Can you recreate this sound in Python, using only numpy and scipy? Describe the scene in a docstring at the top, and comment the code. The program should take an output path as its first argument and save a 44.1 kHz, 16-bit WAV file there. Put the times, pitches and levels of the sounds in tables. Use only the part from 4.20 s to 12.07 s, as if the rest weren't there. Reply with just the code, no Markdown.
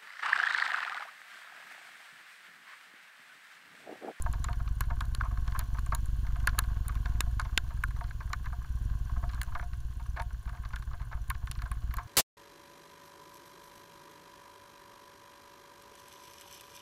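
"""A wet, bumpy forest road, heard from inside a closed plastic camera housing on an idling V-twin
motorcycle. The exhaust thumps in uneven pairs as each firing rings the pipe. The housing rattles on
its mount, buzzes and ticks with raindrops, all through the same plastic resonances. Behind it sit
a faint treble ticking, rain hiss, road rumble and the slow pressure of the wind."""
import sys
import numpy as np
from scipy import signal
from scipy.fft import rfft, irfft, next_fast_len
from scipy.io import wavfile

SR = 44100
rng = np.random.default_rng(int(sys.argv[2]) if len(sys.argv) > 2 else 0)


def to_wav(s):
    """Save 16-bit WAV."""
    ch = np.atleast_2d(s).T  # columns
    pcm = np.round(np.clip(ch, -1, 1) * 32767)  # PCM
    wavfile.write(sys.argv[1], SR, pcm.astype(np.int16))


N = 347067
RUN_IN = 4410   # samples of engine before the start

# engine speed: t/s, rate/(cycles per s)
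ENGINE_SPEED = [(0, 9.88), (0.27, 9.093), (0.47, 10.427), (0.68, 9.362), (1.28, 10.35), (1.38, 9.429),
                (1.79, 10.207), (2.0, 9.85), (2.29, 10.253), (2.57, 11.02), (2.67, 9.926), (3.04, 11.391),
                (3.44, 8.813), (3.65, 10.182), (4.51, 8.494), (4.72, 10.689), (4.93, 8.14), (5.04, 9.908),
                (5.28, 6.719), (5.42, 8.267), (5.89, 8.388), (6.54, 7.063), (6.68, 7.406), (7.24, 6.83),
                (7.64, 8.021), (7.87, 7.245)]
# throttle load, as the weight of the rear cylinder's thump: t/s, level/dB
THROTTLE = [(0, -19), (1.2, -20.5), (2.9, -19.5), (3.2, -21), (3.4, -24.5), (3.68, -21.5), (3.9, -27.5),
            (4.4, -23), (4.55, -20.5), (5.1, -20.5), (5.3, -26), (5.7, -27), (6.1, -27.5), (6.4, -26),
            (7.1, -27), (7.55, -22.5), (7.87, -19.5)]
# weak burns: t/s, level change/dB
STUMBLES = [(4.44, -15), (4.86, -2), (5.28, -1.5), (6.19, -6), (6.87, -5)]
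def firings(first_s=.056, rear_phase=.424, front_db=-20.5, front_follows=.48, scatter_db=.67):
    """Times and gains of both cylinders' burns; the narrow V makes the gaps short, long, short, long."""
    t = np.arange(-RUN_IN, N) / SR
    phase = np.cumsum(np.interp(t, *np.transpose(ENGINE_SPEED))) / SR
    phase -= np.interp(first_s, t, phase)
    cycles = np.arange(-1, np.ceil(phase[-1]))
    front = np.interp(cycles, phase, t)
    rear = np.interp(cycles[:-1] + rear_phase, phase, t)
    times = np.r_[front, rear]
    load = np.transpose(THROTTLE)
    db = np.r_[front_db + front_follows * (np.interp(front, *load) + 20), np.interp(rear, *load)]
    for s, change_db in STUMBLES:
        db[np.argmin(abs(times - s))] += change_db
    return times, from_db(db + scatter_db * rng.standard_normal(len(db)))


# exhaust pipe resonances: f/Hz, level/dB, t60/s
PIPE_MODES = [(50.77, -20, 0.55), (57.9, -7.5, 0.2), (72, -12, 0.1), (103, -10.5, 0.084),
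              (115.2, -17.5, 0.13), (231, -25.5, 0.056), (266, -19, 0.0048)]
def exhaust(lead_s=.00444, swell=.23, swell_s=.00725, soft_hz=188, crisp=3.1, echo=.19, echo_s=.03223):
    """Each firing is a small swell and then a sharp drop in pressure, and the pipe rings on."""
    times, gains = firings()
    onsets = times - lead_s
    out = 0
    for hz, db, t60 in PIPE_MODES:
        burns = gains * from_db(db + .8 * rng.standard_normal(len(times)))   # no two are alike
        if hz > 200:
            burns *= (gains / gains.mean()) ** crisp   # strong burns have a crisper edge
        push = swell * clicks(onsets - swell_s, burns) - clicks(onsets, burns)
        push -= echo * clicks(onsets + echo_s, burns)   # a weak return of the thump
        out = out + ring(push, hz, t60)
    pole = np.exp(-2 * np.pi * soft_hz / SR)   # a low-pass rounds off the thump
    return signal.lfilter([(1 - pole) ** 2], [1, -2 * pole, pole * pole], out)[RUN_IN:]


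# knocks on the mount: t/s, level/dB, low-mode offset/dB, high-mode offset (hardness)/dB, scuff/ms
KNOCKS = [(0.061, -29.5, -8, -26, 3.8), (0.134, -36, -2, -9, 4.1), (0.241, -33.5, -19, -4.5, 4.8),
          (0.284, -26, -4.5, -26, 4.8), (0.329, -34, -41, -11, 2.8), (0.399, -38, -9, -20, 4.1),
          (0.476, -34, -30, -11, 2.6), (0.607, -24.5, -35, -12.5, 2.3), (0.637, -42, -30, -9, 3),
          (0.701, -27, -4.5, -20, 4.4), (0.808, -27, -15, -13, 2.9), (0.839, -42, -11, -22, 3.5),
          (0.947, -34.5, -40, -21, 1.4), (1.002, -35, -12, -20, 4.8), (1.009, -27.5, -22, -17, 1.5),
          (1.034, -32, -11, -28, 4.8), (1.046, -31.5, -14, -24, 8.5), (1.109, -35, -6, -26, 6.5),
          (1.172, -39.5, -9, -14, 3.5), (1.265, -51, -23, -25, 4.4), (1.277, -36, -15, -6, 2.2),
          (1.321, -40, -14, -4, 2.3), (1.346, -28.5, -16, -30, 6.6), (1.359, -31, -18, -19, 2),
          (1.392, -30.5, -15, -6, 6.7), (1.409, -29.5, -8, -24, 3.3), (1.545, -34.5, -12, -22, 4.3),
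          (1.57, -40, -15, -14, 4.1), (1.584, -34.5, -23, -12.5, 3.1), (1.662, -38.5, -12, -15, 3.8),
          (1.721, -20, -11, -27.5, 6.1), (1.749, -36, -16, -7, 2), (1.857, -43, -25, -23, 4.3),
          (2.046, -45.5, -3, -24, 3.8), (2.066, -37, -18, -10.5, 2.6), (2.158, -36.5, -10, -13, 2.7),
          (2.201, -43.5, -8, -1, 3.7), (2.236, -43, -14, -24, 4.5), (2.272, -15, -39, -11.5, 2.4),
          (2.29, -35.5, -18, -3.5, 2.8), (2.328, -40, -5, -36, 4.7), (2.346, -32, -7.5, -32, 2.1),
          (2.38, -21.5, -19, -25, 4.7), (2.387, -20.5, -35, -26, 2), (2.438, -42, -41, -6, 2.6),
          (2.498, -40.5, -11, -25, 4.8), (2.563, -41.5, -7, -17, 3.5), (2.647, -43, -16, -16, 6.9),
          (2.681, -39, -33, -20, 3.5), (2.693, -28.5, -28, -22, 3.4), (2.753, -39.5, -23, -8, 2.7),
          (2.721, -44, -7, -18, 2.9), (2.769, -44.5, -21, -11, 2.8), (2.855, -28, -13, -13.5, 2.3),
          (2.946, -41, -8.5, -20, 4.9), (3.005, -27.5, -44, -1, 2.3), (3.195, -24.5, -18, -15, 4.2),
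          (3.248, -37.5, -6, -7, 5.7), (3.292, -45, -18, -19, 2.6), (3.326, -41, -20, -29, 4.3),
          (3.377, -24, -34, -6, 0.44), (3.504, -38, -4, -16, 6.8), (3.57, -43.5, -24, -20, 2.1),
          (3.637, -25, -42, -11.5, 0.46), (3.706, -42, -22, -10, 3.5), (3.761, -34, -13, -21, 6.5),
          (3.809, -34.5, -0.5, -18, 3), (3.839, -40, -21, -7, 3), (3.877, -47, -14, -5, 6.1),
          (3.907, -36, -17, -17, 3), (4.004, -30.5, -12.5, -21, 4.5), (4.1, -38, -4, -30, 5.3),
          (4.132, -23, -25, -9, 2.3), (4.242, -43, -26, -11, 3.2), (4.257, -31.5, -26, -14, 3.9),
          (4.328, -35, -9, -32, 3.3), (4.415, -45, -22, -25, 3.1), (4.445, -44, -17, -9, 2.7),
          (4.696, -47.5, -22, -11, 3.5), (4.894, -36.5, -17, -25, 3.3), (4.961, -34, -11, -30, 4.7),
          (5.028, -37, -6, -19, 3.2), (5.035, -31.5, -7, -32, 3.9), (5.091, -34.5, -18, -9, 3.7),
          (5.132, -34.5, -22, -14, 6.4), (5.15, -39, -24, -23, 3.5), (5.175, -38, -16, -27, 6.5),
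          (5.214, -29.5, -37, -10, 1.6), (5.23, -34.5, -30, -20, 3), (5.282, -41, -7, -23, 4.2),
          (5.319, -40, -7, -31, 6.1), (5.35, -22, -13.5, -23.5, 3.7), (5.364, -36, -1.5, -39, 4.8),
          (5.395, -29.5, -16, -21.5, 2.7), (5.425, -35, -7, -20, 3), (5.532, -42, -22, -5.5, 3),
          (5.796, -41.5, -5.5, -16, 5.6), (5.858, -44, -20, -12, 2.8), (5.961, -27.5, -15, -20, 9.1),
          (5.971, -31.5, -6, -17, 2.5), (5.984, -36.5, -3, -24, 3), (5.997, -26, -5, -16, 3.5),
          (6.02, -38.5, -17, -12, 2.3), (6.105, -49, -25, -11, 1.7), (6.254, -44.5, -23, -12, 2.6),
          (6.274, -35, -12, -22, 3.9), (6.293, -37, -20, -12, 2.6), (6.326, -43, -3, -26, 3.2),
          (6.347, -36.5, -11.5, -22, 4), (6.371, -42, -32, -16, 3.1), (6.433, -40.5, -32, -20, 3.5),
          (6.45, -38.5, -15, -7.5, 4.5), (6.504, -40.5, -15, -22, 2.7), (6.532, -31, -14, -16, 2.7),
          (6.56, -35.5, -25, -6, 2.7), (6.623, -38, -24, -17, 1.5), (6.71, -39, -21, -23, 9.3),
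          (6.732, -36, -10.5, -19, 5.1), (6.796, -45, -6, -13, 4.2), (6.816, -39.5, -27, -15, 4.5),
          (6.913, -36.5, -11, -28, 6.6), (6.922, -31, -10, -18.5, 6.8), (6.97, -45.5, -4, -20, 3.5),
          (7.102, -20.5, -40, -12.5, 2.5), (7.147, -39, -30, -9, 2.6), (7.272, -35, -30, -13, 1.9),
          (7.313, -45.5, -33, 14, 2.9), (7.352, -44, -24, -2.5, 4.1), (7.389, -41.5, -25, -3.5, 3.4),
          (7.418, -33, -13, -8.5, 4.6), (7.454, -34, -15, -17, 5.1), (7.514, -30, -19, -14, 2.9),
          (7.57, -43, -27, -26, 2.6), (7.619, -43.5, -12, -12, 6), (7.708, -42, -22, -6, 2.3),
          (7.738, -32.5, -19, -11, 3.2), (7.769, -35, -8, -13, 2.2), (7.781, -25, -13.5, -20, 7.7)]
# a knock's mids at 1-1.35, 1.35-1.95, 1.95-2.5 kHz: offset/dB, share of hardness, dB per scuff doubling
KNOCK_MIDS = [(-9, 0.025, 1), (-11, 0.13, -2.5), (-17, 0.38, -1)]
def rattles(small_per_s=22, small_db=-52.5, usual_high_db=-16 - 1, usual_scuff_ms=3.5):
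    """The housing knocks on its mount, small rattles between: drive for the six lower mode groups."""
    s, (size, low, high, length) = scattered(small_per_s)
    small = [s, small_db + 3 * size, -16 + 7 * low, -16 + 6 * high, 2 * from_db(.6 * length)]
    s, db, low_db, high_db, ms = np.hstack([np.transpose(KNOCKS), small])
    mids = [offset_db + share * (high_db - usual_high_db) + doubling_db * np.log2(ms / usual_scuff_ms)
            for offset_db, share, doubling_db in KNOCK_MIDS]
    scuffs = bursts(s, db + np.array([low_db, *mids]) + 4.5, ms, .13 * ms, lumps_db=4.5)
    # the stiff high modes feel only the first contact
    contact = bursts(s, [db + high_db], .25 * ms, .47 * ms, lumps_db=9)
    return np.vstack([scuffs, contact, contact])


# drops on the housing: t/s, level/dB, pitch/Hz, roll-off from the pitch/(dB per octave), splash/ms
RAINDROPS = [(0.022, -27.5, 9300, 25, 0.67), (0.1275, -39.5, 8800, 13, 1), (0.2424, -29, 6500, 18, 1),
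             (0.33, -45, 2900, 8, 1), (0.607, -30.5, 10800, 2.5, 0.72), (0.8062, -31.5, 3600, 9, 0.98),
             (0.949, -32.5, 4040, 4, 0.46), (1.278, -38.5, 4200, 18, .94), (1.3913, -29.5, 12800, 2.5, 1),
             (1.5912, -45, 5500, 3, 0.83), (1.6618, -32.5, 6800, 25, 0.9), (1.7483, -27.5, 8700, 6, .96),
             (1.8578, -45.5, 9600, 9, .8), (2.2722, -28, 5940, -2, .67), (2.389, -21.5, 4670, -0.5, 0.74),
             (2.6815, -31.5, 12300, 7, .67), (2.7528, -46.5, 4000, 2.5, 0.44),
             (2.8577, -38, 3530, 14, 0.63), (3.0064, -18, 3840, 7, 0.31), (3.1975, -30, 4650, 9.5, 0.4),
             (3.215, -43, 5000, 10, .95), (3.376, -8, 3500, 13, 0.79), (3.638, -34.5, 9340, 6, 0.64),
             (3.684, -53, 5500, 3, .8), (4.131, -33, 4830, 8, 0.71), (5.1463, -42, 4800, 13, 0.73),
             (5.2151, -32, 10100, 2, 0.54), (5.232, -36, 9700, 7, 0.66), (5.6035, -49, 5470, 12, .7),
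             (5.9963, -38, 4600, 19, 0.53), (6.0198, -48, 5000, 0, 0.37), (6.2905, -48, 3200, 10.5, .97),
             (6.5592, -35, 2930, 8, 1), (7.0996, -28.5, 10700, 14, 1), (7.2714, -43, 2900, 9, 0.99),
             (7.3135, -34.5, 3430, 0.5, 0.38), (7.42, -48, 5500, 3, 1), (7.5155, -37.5, 10100, 18, 0.86),
             (7.74, -36.5, 12700, 12, 0.49), (7.7681, -39.5, 10800, 2.5, 0.71)]
# centres of the five upper mode groups: f/Hz
SPLASH_BANDS = [3100, 5000, 7600, 10200, 13600]
def raindrops(small_per_s=2.5, small_db=-56, steeper_below=1.18):
    """Drops, with faint ones between, drive the five upper mode groups, hardest near their pitch."""
    s, (size, pitch, fall, length) = scattered(small_per_s)
    small = [s, small_db + 3 * size, 5000 * 2 ** (1.4 * pitch), 7 + 2 * fall, 1.3 * from_db(length)]
    s, db, hz, fall_db, ms = np.hstack([np.transpose(RAINDROPS), small])
    octaves = np.log2(np.c_[SPLASH_BANDS] / hz)
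    loss_db = abs(fall_db * octaves * np.where(octaves < 0, steeper_below, 1))
    return bursts(s, db - loss_db, ms, .36 * ms, tail=.14)


def drop_pings(offset_db=-6.5, t60=.0048):
    """Each listed drop also rings briefly on its own pitch."""
    out, t = np.zeros(N + 600), np.arange(600) / SR
    for s, db, hz, _, ms in RAINDROPS:
        attack = 1 - np.exp(-t * 2000 / ms)
        decay = from_db(db + offset_db - 60 * t / t60)
        out[round(s * SR):][:600] += decay * attack * np.sin(2 * np.pi * hz * t)
    return out[:N]


def patter(per_s, spread_db=4):
    """Countless tiny impacts at random moments, a few larger; rms 1."""
    sizes = from_db(spread_db * np.minimum(rng.exponential(1, N), 5)) * rng.choice([-1, 1], N)
    return rms_one(sizes * (rng.random(N) < per_s / SR))


# plastic resonances: f/Hz, struck level/dB, t60/s, level in the steady buzz or rain/dB
HOUSING_MODES = [(648, -9.5, 0.034, -12.5), (711, -11, 0.13, -12), (915.5, -4.5, 0.06, -19),
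                 (945, -5, 0.058, -16), (1066, 3.5, 0.022, 3), (1288, 1, 0.016, -39), (1415, -3, 0.036, -8),
                 (1570, 2.5, 0.021, 1.5), (1724, 0, 0.02, -3.5), (2216, 7.5, 0.0069, -7.5),
                 (3036, 5.5, 0.0027, 3.5), (3610, -2.5, 0.011, -7), (4150, 3, 0.0049, -3.5),
                 (5940, -5, 0.0036, -2.5), (6920, 4.5, 0.0046, -3), (9945, 7.5, 0.0031, -7),
                 (13060, 8.5, 0.0018, -5), (15100, -1, .004, -17)]
# crossovers between nine groups of modes that are struck alike: f/Hz
GROUP_EDGES = [1000, 1350, 1950, 2500, 3900, 6500, 9000, 11500]
def housing(buzz_db, rain_db):
    """Rattles, drops, patter and engine buzz all ring the same plastic shell."""
    struck = np.zeros((9, N))
    struck[:6] = rattles()
    drops = raindrops()
    struck[4:] += drops
    buzz = from_db(buzz_db - 28) * (rng.standard_normal(N) + 1.1 * patter(per_s=500))
    rain = from_db(rain_db - 18) * (rng.standard_normal(N) + .5 * patter(per_s=400))
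    out = from_db(-13) * ring(drops[0], hz=350, t60=.004)   # a heavy drop also thuds
    for k, (hz, db, t60, steady_db) in enumerate(HOUSING_MODES):
        group = np.searchsorted(GROUP_EDGES, hz)
        steady = buzz if group < 4 else rain
        push = from_db(db) * struck[group] + from_db(steady_db) * steady
        out += (-1) ** k * ring(push, hz, t60)
    return out


# treble tick resonances: f/Hz, level/dB, t60/s, share of beats that sound
TICK_MODES = [(6000, -58.5, .012, .4), (8000, -63, .005, .5), (9200, -58.5, .005, .7),
              (10000, -59, .005, .7)]
def ticking(per_s=30.5, first_s=.03, jitter_s=.006, puff_ms=3.6):
    """Tiny puffs on a steady beat, some left out, ring a few treble resonances."""
    timing, accent, chance = rng.random((int(N / SR * per_s) - 1, 3)).T
    s = first_s + np.arange(len(timing)) / per_s + jitter_s * (timing - .5)
    db = [level_db + 6 * accent - 99 * (chance > share) for _, level_db, _, share in TICK_MODES]
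    ms = np.full(len(s), puff_ms)
    puffs = bursts(s, db, ms, ms, tail=0)
    return sum(ring(puff, hz, t60) for puff, (hz, _, t60, _) in zip(puffs, TICK_MODES))


# EQ of the rain bed: f/Hz, relative level/dB
RAIN_EQ = [(150, 7), (250, 12), (500, 1.5), (1300, -19), (2400, -34), (5200, -36.5), (8500, -15),
           (15600, -6), (16000, -43)]
def rain_hiss(rain_db):
    """A faint wash of rain: low body, scooped mids and airy top."""
    return from_db(rain_db - 4.5) * coloured(RAIN_EQ)


# EQ of the road rumble: f/Hz, relative level/dB
ROAD_EQ = [(15, -16), (30, -8), (40, 0), (60, -4), (100, -4), (125, -2), (150, -18), (220, -35), (400, -42),
           (700, -60)]
def road_rumble(level_db=-47.5):
    """Tyres and frame shake on the rough road."""
    return from_db(level_db) * coloured(ROAD_EQ)


# wind fader before gusts: t/s, level/dB
WIND_FADER = [(0, -38), (.7, -43), (2, -34), (2.7, -43), (4.7, -44), (5.2, -38), (5.7, -45), (7.87, -52)]
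def wind(band_hz=(3, 14), gust_hz=1.5, gust_db=4):
    """Slow pressure swings of the air round the housing, coming in gusts."""
    sub_band = signal.butter(3, band_hz, btype="band", fs=SR, output="sos")
    pressure = signal.sosfilt(sub_band, rng.standard_normal(N + SR))[SR:]
    gusts = np.interp(np.arange(N) / SR * gust_hz * 2 * np.pi, np.arange(200), rng.standard_normal(200))
    return from_db(faders(WIND_FADER)[0] + gust_db * gusts) * rms_one(pressure)


def from_db(db):
    """Decibels to gain."""
    return 10 ** (np.asarray(db) / 20)


def rms_one(x):
    """Scale to rms 1."""
    return x / np.sqrt(np.mean(x ** 2) + 1e-20)


def faders(rows):
    """Breakpoints to curves, one value a sample."""
    s, *columns = np.transpose(rows)
    return [np.interp(np.arange(N) / SR, s, column) for column in columns]


def coloured(eq):
    """Noise through an EQ curve, rms 1."""
    hz, db = np.transpose(eq)
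    size = next_fast_len(N)
    log_hz = np.log(np.maximum(np.fft.rfftfreq(size, 1 / SR), 1))
    gains = from_db(np.interp(log_hz, np.log(hz), db))
    return rms_one(irfft(rfft(rng.standard_normal(size)) * gains, size)[:N])


def ring(push, hz, t60):
    """A resonator: a unit click starts a dying sine of height 1."""
    r, w = from_db(-60 / (t60 * SR)), 2 * np.pi * hz / SR
    return signal.lfilter([0, np.sin(w)], [1, -2 * r * np.cos(w), r * r], push + 1e-18)


def clicks(times, gains):
    """One click at each time, with a run-in before zero."""
    out = np.zeros(RUN_IN + N + SR)
    np.add.at(out, RUN_IN + np.round(times * SR).astype(int), gains)
    return out[:RUN_IN + N]


def bursts(times, db, lengths_ms, rises_ms, tail=.39, tail_stretch=3.1, lumps_db=0):
    """A noise burst per contact swells, dies and trails off; each row of db sets one track's energies."""
    out, t_ms = np.zeros((len(db), N + 3000)), np.arange(3000) / SR * 1000
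    noise = rng.standard_normal((len(times), 3000))
    lumps = rng.standard_normal((len(times), 50))   # a rattle is several touches, some 1.4 ms apart
    noise *= from_db(lumps_db * np.repeat(lumps, 60, axis=1))
    for s, gains, ms, rise, grain in zip(times, from_db(db).T, np.clip(lengths_ms, .1, 15), rises_ms, noise):
        attack = 1 - np.exp(-t_ms / max(rise, .02))
        decay = np.exp(-t_ms / ms) + tail * np.exp(-t_ms / ms / tail_stretch)
        burst = grain * decay * attack
        start = round(s * SR)
        out[:, start:start + 3000] += np.outer(gains, burst / np.sqrt(np.sum(burst ** 2)))
    return out[:, :N]


def scattered(per_s):
    """Random moments at least 10 ms apart, and four normal draws for each."""
    chance = rng.random((400, 2))[:, 0]
    s = np.cumsum(-np.log(1 - chance) / per_s + .01)
    inside = s < N / SR
    return s[inside], rng.standard_normal((400, 4))[inside].T


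# bed faders, ahead of each layer's trim: t/s, housing buzz/dB, rain/dB
BED_FADERS = [(0.0, -52.5, -59), (0.57, -57.5, -63), (1.25, -56, -61), (1.36, -52, -59.5),
              (1.51, -57, -60.5), (1.84, -59.5, -60), (2.24, -54, -60.5), (2.74, -56.5, -60.5),
              (2.9, -52.5, -60), (3.11, -57, -61), (3.6, -60, -61.5), (4.1, -58.5, -62.5), (5.22, -57, -61),
              (5.52, -59.5, -63.5), (6.07, -62.5, -64), (6.42, -57.5, -64), (6.77, -60, -65),
              (7.87, -58, -62.5)]
def scene():
    """Mono mix of engine, housing and weather."""
    buzz_db, rain_db = faders(BED_FADERS)
    bed = rain_hiss(rain_db) + road_rumble()
    return (exhaust() + ticking() + drop_pings() + housing(buzz_db, rain_db) + bed + wind())[None]


def record(dry):
    """The housing's air space hollows out a narrow band, and the top is cut."""
    hollow_hz, width_hz, depth, stop_hz = 2327, 350, .3, 16819
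    band = signal.lfilter(*signal.iirpeak(hollow_hz, hollow_hz / width_hz, fs=SR), dry)
    high_cut = signal.cheby2(12, 70, stop_hz, fs=SR, output="sos")
    return signal.sosfilt(high_cut, dry - depth * band)


dry = scene()
out = record(dry)
to_wav(out)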